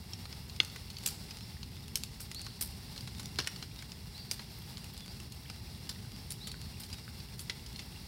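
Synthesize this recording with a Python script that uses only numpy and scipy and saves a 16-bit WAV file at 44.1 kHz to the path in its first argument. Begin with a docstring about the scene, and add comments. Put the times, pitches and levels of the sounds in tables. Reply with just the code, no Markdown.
"""In a dense grove, a bonfire of bamboo poles burns a few metres away.
Flames rumble and gas hisses (shaped noise), while embers crackle and tick (tiny bursts and short tones).
Fibres snap in sharp pops (noise with a ring), splits let out spurts of steam (fading noise) and squeaks,
a thick cane thumps, and one sealed cane bursts (tones that die fast).
The standing stalks scatter the cracks as echoes, and a distant bird whistles three times (bent tones)."""
import sys
import numpy as np
from scipy import signal
from scipy.fft import rfft, irfft, next_fast_len
from scipy.io import wavfile
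from scipy.ndimage import uniform_filter1d, minimum_filter1d

SR = 44100
rng = np.random.default_rng(int(sys.argv[2]) if len(sys.argv) > 2 else 0)


def generate_wav(sig):
    """Save sig (samples, or channels by samples) to the path in sys.argv[1] as 16-bit PCM at SR."""
    pcm = np.round(np.clip(np.atleast_2d(sig).T, -1, 1) * 32767).astype(np.int16)
    wavfile.write(sys.argv[1], SR, pcm)


N = 356239  # length of the scene in samples

# Bird whistles: (time [s], length [s], top pitch [Hz], level at the start [dB])
WHISTLES = [(2.335, 0.072, 4570, -45.5), (4.134, 0.092, 4630, -51), (6.396, 0.13, 4600, -50)]
# Every whistle climbs to its top, then hooks down: shares of the top pitch, and when the top comes (share of length)
CLIMB, HOOK, TOP_AT = 0.26, 0.107, 0.73
WHISTLE_ATTACK_S, WHISTLE_RELEASE_S, WHISTLE_SAG_DB_PER_S = 0.017, 0.01, -62

# Tone of the roaring flames: (frequency [Hz], relative level [dB])
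ROAR_COLOUR = [(20, -48), (30, -31), (42, -7), (60, 0), (85, 1), (130, -2), (205, -6), (300, -18.5),
               (410, -18), (540, -31.5), (800, -49)]
# Tone of the escaping gas, before the canes colour it: (frequency [Hz], relative level [dB])
HISS_COLOUR = [(300, -8.5), (660, -3), (840, 0.5), (1100, -4.5), (1450, -7), (2100, -4.5), (3100, -7),
               (4300, 2), (5500, 1), (6200, -11), (7000, -10.5), (8900, -7), (12000, -11), (16000, -12.5)]
# Loudness of the roar and hiss, with the irregular wavering of their noise:
# (time [s], roar level [dB], hiss level before flicker [dB])
ROAR_AND_HISS_LEVELS = [(0.0, -48, -54), (0.99, -48.5, -53.5), (1.01, -46, -51), (1.6, -49, -54.5),
                        (1.64, -46.5, -55), (2.38, -48, -54), (2.92, -47.5, -52.5), (3.4, -44, -53.5),
                        (3.49, -52, -51), (3.53, -47, -53), (4.0, -49, -55), (4.72, -48, -52.5),
                        (4.77, -46, -52.5), (4.99, -49, -53.5), (5.26, -46, -53.5), (5.29, -49, -54.5),
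                        (5.96, -46.5, -54), (8.08, -47.5, -53.5)]
# Resonances of the open canes: (frequency [Hz], width [Hz], level [dB])
HOLLOWS = [(834, 110, -12), (2086, 200, -6), (2763, 107, 2), (3360, 126, -3), (4820, 140, -12)]

# Frequency bands of snaps and crackle: (low edge [Hz], high edge [Hz])
SNAP_BANDS = [(250, 1150), (1300, 2500), (2650, 5500), (6600, 11000), (11000, 16500)]
# Relative level of the crackle in each of those bands [dB]
CRACKLE_BAND_DB = [-7.0, -6, -0.5, -7.0, -3.5]

# When the steam squeaks may begin: (earliest [s], latest [s])
SQUEAK_SPAN = (4.49, 4.69)
# Thin squeaks of steam forced through pores: (lowest start pitch [Hz], highest start pitch [Hz], level [dB])
SQUEAKS = (11100, 13400, -65)
# Steam from fresh splits: (time [s], level [dB], time to fall 60 dB [s], treble against body [dB])
SPURTS = [(.603, -48, .11, -18), (1.062, -34, 0.14, 3), (1.957, -38.5, 0.12, 1), (2.205, -45, 0.15, 4),
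          (2.61, -34, 0.14, 6), (3.388, -37, 0.16, -21), (4.315, -42, 0.12, 0), (5.896, -41, 0.07, -9),
          (6.307, -40.5, 0.089, 1), (6.8, -49.5, 0.22, 4), (7.397, -45, 0.12, 7)]
# Tone of the steam, main part: (frequency [Hz], relative level [dB])
STEAM_BODY = [(200, -5), (800, -11), (1600, -8.5), (2800, -9), (4600, 3.5), (5600, 2), (6400, -12), (12000, -37)]
# Tone of the steam, treble part: (frequency [Hz], relative level [dB])
STEAM_TREBLE = [(4000, -30), (6200, -30), (7500, 3), (9200, 10.5), (11000, 3), (13000, 8), (16000, -5)]

# Dull thump of a thick cane: (level [dB], lowest [Hz], highest [Hz], time to fall 60 dB [s])
THUMP = (-33, 150, 518, 0.06)
THUMP_S = 3.387

# Snapping fibres: (time [s], level [dB], body below 2.5 kHz [dB], brightness above 6 kHz [dB],
# length [s], ringing pitch [Hz])
POPS = [(0.134, -38, -22, -8, 0.0032, 5500), (0.2545, -44.5, -0.5, -6, 0.0042, 4200),
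        (0.327, -42.5, -4, -12, 0.0036, 5100), (0.497, -44.5, -11, -6, .0036, 4220),
        (.5626, -47, -5, -3, 0.0041, 5170), (.6013, -26, -1.5, -11, 0.0022, 4330),
        (.631, -48, 5, 4, .0047, 5120), (0.648, -43.5, -15, 3, 0.0021, 4630),
        (0.699, -46.5, -6, -8, .0036, 4500), (.7604, -39.5, -4.5, -6, 0.0041, 1970),
        (.902, -42.5, -8, -1, 0.0092, 4400), (0.968, -41, -19, -13, 0.0033, 4500),
        (0.985, -44.5, -14, 0, .0025, 4540), (1.036, -47.5, -1, 4, .0026, 4390),
        (1.0607, -27, -13, -3, 0.0027, 7730), (1.0637, -35, -11, 7.5, 0.0012, 12200),
        (1.076, -40, -9, 6, 0.0039, 7200), (1.0866, -39, -8, 0, .005, 4600),
        (1.308, -40.5, -8, -7, 0.0064, 5050), (1.3706, -46.5, -4, 0, 0.0028, 4970),
        (1.6306, -41, -10, -18, 0.002, 4440), (1.956, -29, -14, 4, 0.0029, 5330),
        (2.0358, -36.5, -13, 3.5, 0.0016, 4560), (2.203, -46.5, -1, 4, .006, 5300),
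        (2.2133, -49, -10, 2, .004, 8030), (2.3146, -37, -10, -2, 0.0036, 2030),
        (2.3467, -44, -10, 6, 0.0018, 4000), (2.4159, -45, -13, 1, .0013, 8750),
        (2.465, -41.5, 0.5, -4, .0036, 4200), (2.6101, -37.5, -7.5, 1, .0036, 9400),
        (2.624, -35.5, -15, 4.5, 0.00078, 12000), (2.9615, -44, -1, -4, 0.0091, 4120),
        (2.978, -41, -15, -5, 0.0023, 4170), (3.008, -42.5, -18, -3, .0025, 4900),
        (3.0743, -43, 1, -2, 0.0072, 3950), (3.196, -41, -1, 2.5, 0.0071, 4110),
        (3.2575, -43, -12, 2, 0.0011, 4970), (3.3871, -28.5, 2, -4.5, 0.0026, 4260),
        (3.391, -34, -3, -9, 0.0045, 4080), (3.401, -36, -2, -6, .006, 2870),
        (3.444, -44, -3, -11, .0043, 4300), (3.4726, -26, -9, -5, 0.0036, 1860),
        (3.561, -42.5, -6, -6, .0056, 4570), (3.6258, -39, -2.5, -9, .0038, 4170),
        (3.79, -44, -4, -6, 0.0039, 4930), (3.824, -42.5, -4, -4, 0.003, 2230),
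        (3.919, -42, -16, -4, .0023, 5070), (4.3126, -30.5, -6.5, 2, 0.0026, 4840),
        (4.3937, -42, 2, -12, 0.0047, 4180), (4.7714, -42.5, -11, -20, 0.0019, 4350),
        (4.843, -50.5, -12, 6, .0014, 2880), (4.977, -48.5, -15, 4.5, 0.0018, 4040),
        (5.201, -47, -5, 2, .0023, 2740), (5.3212, -48.5, -14, 5.5, 0.0044, 4290),
        (5.4992, -41.5, 1, -2, 0.0034, 4920), (5.8924, -37, -8, 2, .005, 4850),
        (6.305, -39, -16, -0.5, .0038, 9730), (6.321, -45, -11, 10, .0017, 4630),
        (6.4714, -40.5, -1.5, 5, 0.0096, 3570), (6.516, -41.5, -18, 0, 0.0029, 4200),
        (6.542, -51.5, 4, -10, 0.00074, 1500), (6.7997, -55, -8, 10, .0034, 12000),
        (6.834, -42.5, -5, 1.5, 0.016, 4080), (6.9284, -39, -7, -2.5, 0.0092, 4880),
        (7.079, -55.5, 8, -2, 0.00088, 1500), (7.2021, -46, -5, -19, .0034, 4780),
        (7.393, -42.5, -8, 5, 0.0046, 4530), (7.405, -46, -15, 1, .006, 10100),
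        (7.497, -25, -10.5, -14.5, 0.0052, 2010), (7.6625, -45, -17, -3, 0.0041, 5000),
        (7.7604, -42.5, -16, -12, 0.0036, 4280), (7.792, -33, -12, -10.5, 0.008, 2150)]
# Typical faint snap: (level [dB], body [dB], brightness [dB], length [s], ringing pitch [Hz]).
# Its negative length makes a click whose ring swells until it is cut off.
FAINT_SNAP = (-48.5, -4, -2.5, -0.1, 4504)
# Colour shared by all snaps: the lowest and highest bands get an offset, the band that rings is lifted
BASS_DB, TOP_DB, RING_LIFT_DB = -3.5, -8, 6.5
BASS_PER_BODY = 1.3  # dB in the lowest band for each dB of body
TOP_PER_BRIGHTNESS = 1.4  # dB in the highest band for each dB of brightness

# The sealed cane that bursts: (time [s], level [dB], time the wall takes to tear [s])
BURST = (.6013, -10, 0.0022)
# Its ringing wall: (frequency [Hz], relative level [dB], time to fall 60 dB [s])
CANE_WALL = [(2115, -8.5, 0.0086), (2840, -4.5, 0.0062), (3400, 0, .005), (4100, -11, 0.0062),
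             (4900, -12, 0.0057)]

LIMIT_DB, TOP_HZ = -10.3, 15800  # ceiling for loud peaks, highest pitch kept


def undb(db):
    """Turn decibels into a plain multiplier."""
    return 10 ** (np.asarray(db) / 20)


def unit(x):
    """Scale a sound to an average (rms) strength of 1."""
    return x / np.sqrt(np.mean(x ** 2))


def fade(t, t60):
    """Die away smoothly, down by 60 dB after t60 seconds."""
    return np.exp(-np.log(1000) * t / t60)


def add(out, s, x):
    """Mix x into out from time s on."""
    i = max(int(s * SR), 0)
    out[i:i + len(x)] += x[:len(out) - i]


def bandpass(lo_hz, hi_hz):
    """Make a filter that keeps only the pitches between two edges."""
    return signal.butter(3, [lo_hz, min(hi_hz, SR / 2 - 1)], "band", fs=SR, output="sos")


def coloured(points):
    """Noise of rms 1 whose spectrum follows the shape of the (Hz, dB) points."""
    hz, db = np.transpose(points)
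    size = next_fast_len(N)
    f = np.maximum(np.fft.rfftfreq(size, 1 / SR), 1)
    gain = undb(np.interp(np.log(f), np.log(hz), db))
    spectrum = rfft(rng.standard_normal(size)) * gain
    return unit(irfft(spectrum, size)[:N])


def walk(rate):
    """A random curve of rms 1 that slides to a new value rate times a second."""
    k = int(SR / rate)
    held = np.repeat(rng.standard_normal(N // k + 1), k)
    return unit(uniform_filter1d(held, k)[:N])


def grove(x, t60, top_hz, rough):
    """Echoes from countless stalks: they build up within a few ms and then die away."""
    t = np.arange(SR) / SR
    stalks = rng.standard_normal(SR) * np.exp(rough * rng.standard_normal(SR))
    build_up = 1 - np.exp(-t / 0.0011)
    echo = signal.sosfilt(bandpass(300, top_hz), stalks * fade(t, t60) * build_up)
    return signal.fftconvolve(x, echo / np.linalg.norm(echo))[:N]


def ground(x, dip_hz, width_hz, depth):
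    """The bounce off the leaf litter weakens a band in the low middle."""
    band = signal.lfilter(*signal.iirpeak(dip_hz, dip_hz / width_hz, fs=SR), x)
    return x - min(depth, 1) * band


def bird(waver):
    """A nearly pure whistle arches up, weakens and hooks down."""
    out = np.zeros(N)
    for s, length, top_hz, db in WHISTLES:
        t = np.arange(int(length * SR)) / SR
        past_top = t / length - TOP_AT
        climb = CLIMB * (past_top / TOP_AT) ** 2
        hook = HOOK * (past_top / (1 - TOP_AT)) ** 2
        drop = np.where(past_top < 0, climb, hook)
        pitch = top_hz * (1 - drop) * (1 + waver * walk(248)[:len(t)])
        attack = np.minimum(t / WHISTLE_ATTACK_S, 1) ** 2
        release = np.minimum((length - t) / WHISTLE_RELEASE_S, 1)
        tone = np.sqrt(2) * np.sin(2 * np.pi * np.cumsum(pitch) / SR)
        add(out, s, tone * attack * release * undb(db + WHISTLE_SAG_DB_PER_S * t))
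    return out


def hollows(x):
    """The open canes in the fire add their resonances to a sound."""
    return x + sum(undb(db) * signal.lfilter(*signal.iirpeak(hz, hz / width, fs=SR), x)
                   for hz, width, db in HOLLOWS)


def flames(flicker_db):
    """Turbulent flames roar low while gas hisses out of the canes with a quick flicker."""
    s, *columns = np.transpose(ROAR_AND_HISS_LEVELS)
    roar_db, hiss_db = (np.interp(np.arange(N) / SR, s, column) for column in columns)
    roar = coloured(ROAR_COLOUR) * undb(roar_db)
    gas = unit(hollows(coloured(HISS_COLOUR)))
    return roar + gas * undb(hiss_db + flicker_db * walk(45))


def crackle(count, crackle_db, spread_db, colour_db, decay):
    """Many small snaps in the embers: most are faint, and each has its own colour."""
    when = rng.integers(0, N, count)
    size_db = spread_db * np.minimum(rng.exponential(size=count), 3)
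    out = 0
    for (lo, hi), band_db in zip(SNAP_BANDS, CRACKLE_BAND_DB):
        kicks = np.zeros(N)
        kicks[when] = undb(size_db + band_db + colour_db * rng.standard_normal(count))
        # each kick starts a short burst of noise
        envelope = signal.lfilter([1], [1, -np.exp(-1 / (decay * SR))], kicks)
        bursts = signal.sosfilt(bandpass(lo, hi), envelope * unit(rng.standard_normal(N)))
        out = out + bursts * np.sqrt(SR / 2 / (hi - lo))  # make up for the width of the band
    return out * undb(crackle_db)


def ticks(count, tick_db, spread_db, centre_hz, octaves, decay):
    """Small splinters give way and ring briefly, each at its own pitch."""
    out, t = np.zeros(N), np.arange(SR // 50) / SR
    envelope = np.exp(-t / decay) * (1 - np.exp(-t / 0.00065))
    for when, size, pitch in rng.random((count, 3)):
        hz = centre_hz * 2 ** (octaves * (np.sqrt(pitch) - 2 / 3))  # high ones are the most common
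        db = tick_db + spread_db * min(-np.log(size), 2.5)
        add(out, when * N / SR, undb(db) * np.sin(2 * np.pi * hz * t) * envelope)
    return out


def squeaks(count, glide):
    """Steam forced through pores whistles briefly and very high, sliding a little up or down."""
    (start, end), (lo_hz, hi_hz, db) = SQUEAK_SPAN, SQUEAKS
    out, t = np.zeros(N), np.arange(SR // 40) / SR
    for when, pitch, slope in rng.random((count, 3)):
        hz = (lo_hz + pitch * (hi_hz - lo_hz)) * (1 + glide * (slope - 0.5) * t / t[-1])
        tone = np.sin(2 * np.pi * np.cumsum(hz) / SR)
        add(out, start + when * (end - start), undb(db) * np.hanning(len(t)) * tone)
    return out


def spurts(linger_db, linger_t60):
    """Steam leaves each split in a sputtering hiss that fades as the pressure drops, then lingers faintly."""
    out, t = np.zeros(N), np.arange(SR // 2) / SR
    body, treble = coloured(STEAM_BODY), coloured(STEAM_TREBLE)
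    sputter = undb(3.7 * walk(500))
    linger = undb(linger_db) * fade(t, linger_t60)
    onset = 1 - np.exp(-t / 0.00044)
    for s, db, t60, treble_db in SPURTS:
        i = int(s * SR)
        steam = (body + undb(treble_db) * treble) * sputter
        jet = unit(steam[i:i + len(t)])
        pressure = (fade(t, t60) + linger) * onset
        add(out, s, jet * undb(db) * pressure)
    return out


def thump():
    """The body of a thick cane shudders for a moment as it splits."""
    db, lo_hz, hi_hz, t60 = THUMP
    out, t = np.zeros(N), np.arange(SR // 4) / SR
    shudder = unit(signal.sosfilt(bandpass(lo_hz, hi_hz), rng.standard_normal(len(t))))
    add(out, THUMP_S, shudder * undb(db) * fade(t, t60))
    return out


def snap(filters, db, body_db, bright_db, length, hz, rough=0.3, ring_db=2, ring_cycles=2.4):
    """Tiny fractures ring the piece that breaks; thick pieces have body, thin ones are bright."""
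    t = np.arange(SR // 25) / SR
    fractures = rng.standard_normal(len(t)) * np.exp(rough * rng.standard_normal(len(t)))
    tear = fractures * np.exp(-t / max(length, 1 / SR))
    ring = unit(np.sin(2 * np.pi * hz * t) * np.exp(-t / (length / 2 + ring_cycles / hz)))
    parts = [unit(signal.sosfilt(sos, tear)) for sos in filters]
    # the ring joins the band nearest to its pitch
    ringing = np.argmin(np.abs(np.log(SNAP_BANDS).mean(axis=1) - np.log(hz)))
    parts[ringing] = undb(RING_LIFT_DB) * unit(parts[ringing] + undb(ring_db) * ring)
    bass_db = BASS_PER_BODY * body_db + BASS_DB
    top_db = TOP_PER_BRIGHTNESS * bright_db + TOP_DB
    colour = np.array([bass_db, body_db, 0, bright_db, top_db])
    # the level counts a band's energy as if gathered into 1 ms
    gathered = np.sqrt(SR / 1000 / len(t))
    return gathered * undb(db + colour) @ np.array(parts)


def pops(count, spread_db, octaves):
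    """Fibres break in the listed snaps, with faint ones scattered at random between them."""
    out, filters = np.zeros(N), [bandpass(lo, hi) for lo, hi in SNAP_BANDS]
    for s, *piece in POPS:
        add(out, s, snap(filters, *piece))
    db, body_db, bright_db, length, hz = FAINT_SNAP
    for when, size, body, bright, pitch in rng.uniform(-1, 1, (count, 5)):
        faint = snap(filters, db + spread_db * size, body_db + spread_db * body,
                     bright_db + spread_db * bright, length, hz * 2 ** (octaves * pitch))
        add(out, (when + 1) / 2 * N / SR, faint)
    return out


def burst():
    """The cane wall is driven while it tears, then its ringing tones die fast."""
    s, db, tearing = BURST
    out, t = np.zeros(N), np.arange(SR // 8) / SR
    since_torn = np.maximum(t - tearing, 0)
    wall = sum(undb(mode_db) * fade(since_torn, t60) * np.sin(2 * np.pi * (hz * t + rng.random()))
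               for hz, mode_db, t60 in CANE_WALL)
    add(out, s, wall * undb(db) * (1 - np.exp(-t / 0.00026)))
    return out


def scene():
    """The fire is near and fairly dry; the bird is deep among the stalks."""
    whistle = bird(waver=0.009)
    call = whistle + undb(-3.0) * grove(whistle, t60=0.88, top_hz=9000, rough=0.37)
    fire = flames(flicker_db=1.2)
    embers = crackle(count=900, crackle_db=-66.5, spread_db=3.5, colour_db=4.5, decay=0.0018)
    embers = embers + ticks(count=260, tick_db=-58.0, spread_db=6.0, centre_hz=3215, octaves=2.17, decay=0.0019)
    steam = spurts(linger_db=-13.5, linger_t60=0.36) + squeaks(count=26, glide=0.06)
    snaps = pops(count=30, spread_db=4, octaves=0.384)
    snaps = ground(snaps + hollows(embers), dip_hz=690, width_hz=140, depth=0.69)
    bang = burst()
    spread = snaps + undb(-16) * bang  # the burst cane faces the listener and sends less into the grove
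    near = undb(-13) * grove(spread, t60=0.085, top_hz=12700, rough=0.86)
    far = undb(-18) * grove(spread, t60=0.83, top_hz=11000, rough=0.31)
    return (call + fire + steam + thump() + snaps + bang + near + far)[None]


def record(dry):
    """A fast limiter holds down the loudest peaks, then the very top is cut."""
    size = SR // 1000  # about 1 ms
    allowed = undb(LIMIT_DB) / np.maximum(np.abs(dry), undb(LIMIT_DB))
    gain = uniform_filter1d(minimum_filter1d(allowed, size), size)
    top_cut = signal.ellip(10, 0.2, 70, TOP_HZ, fs=SR, output="sos")
    return signal.sosfilt(top_cut, dry * gain)


dry = scene()
out = record(dry)
generate_wav(out)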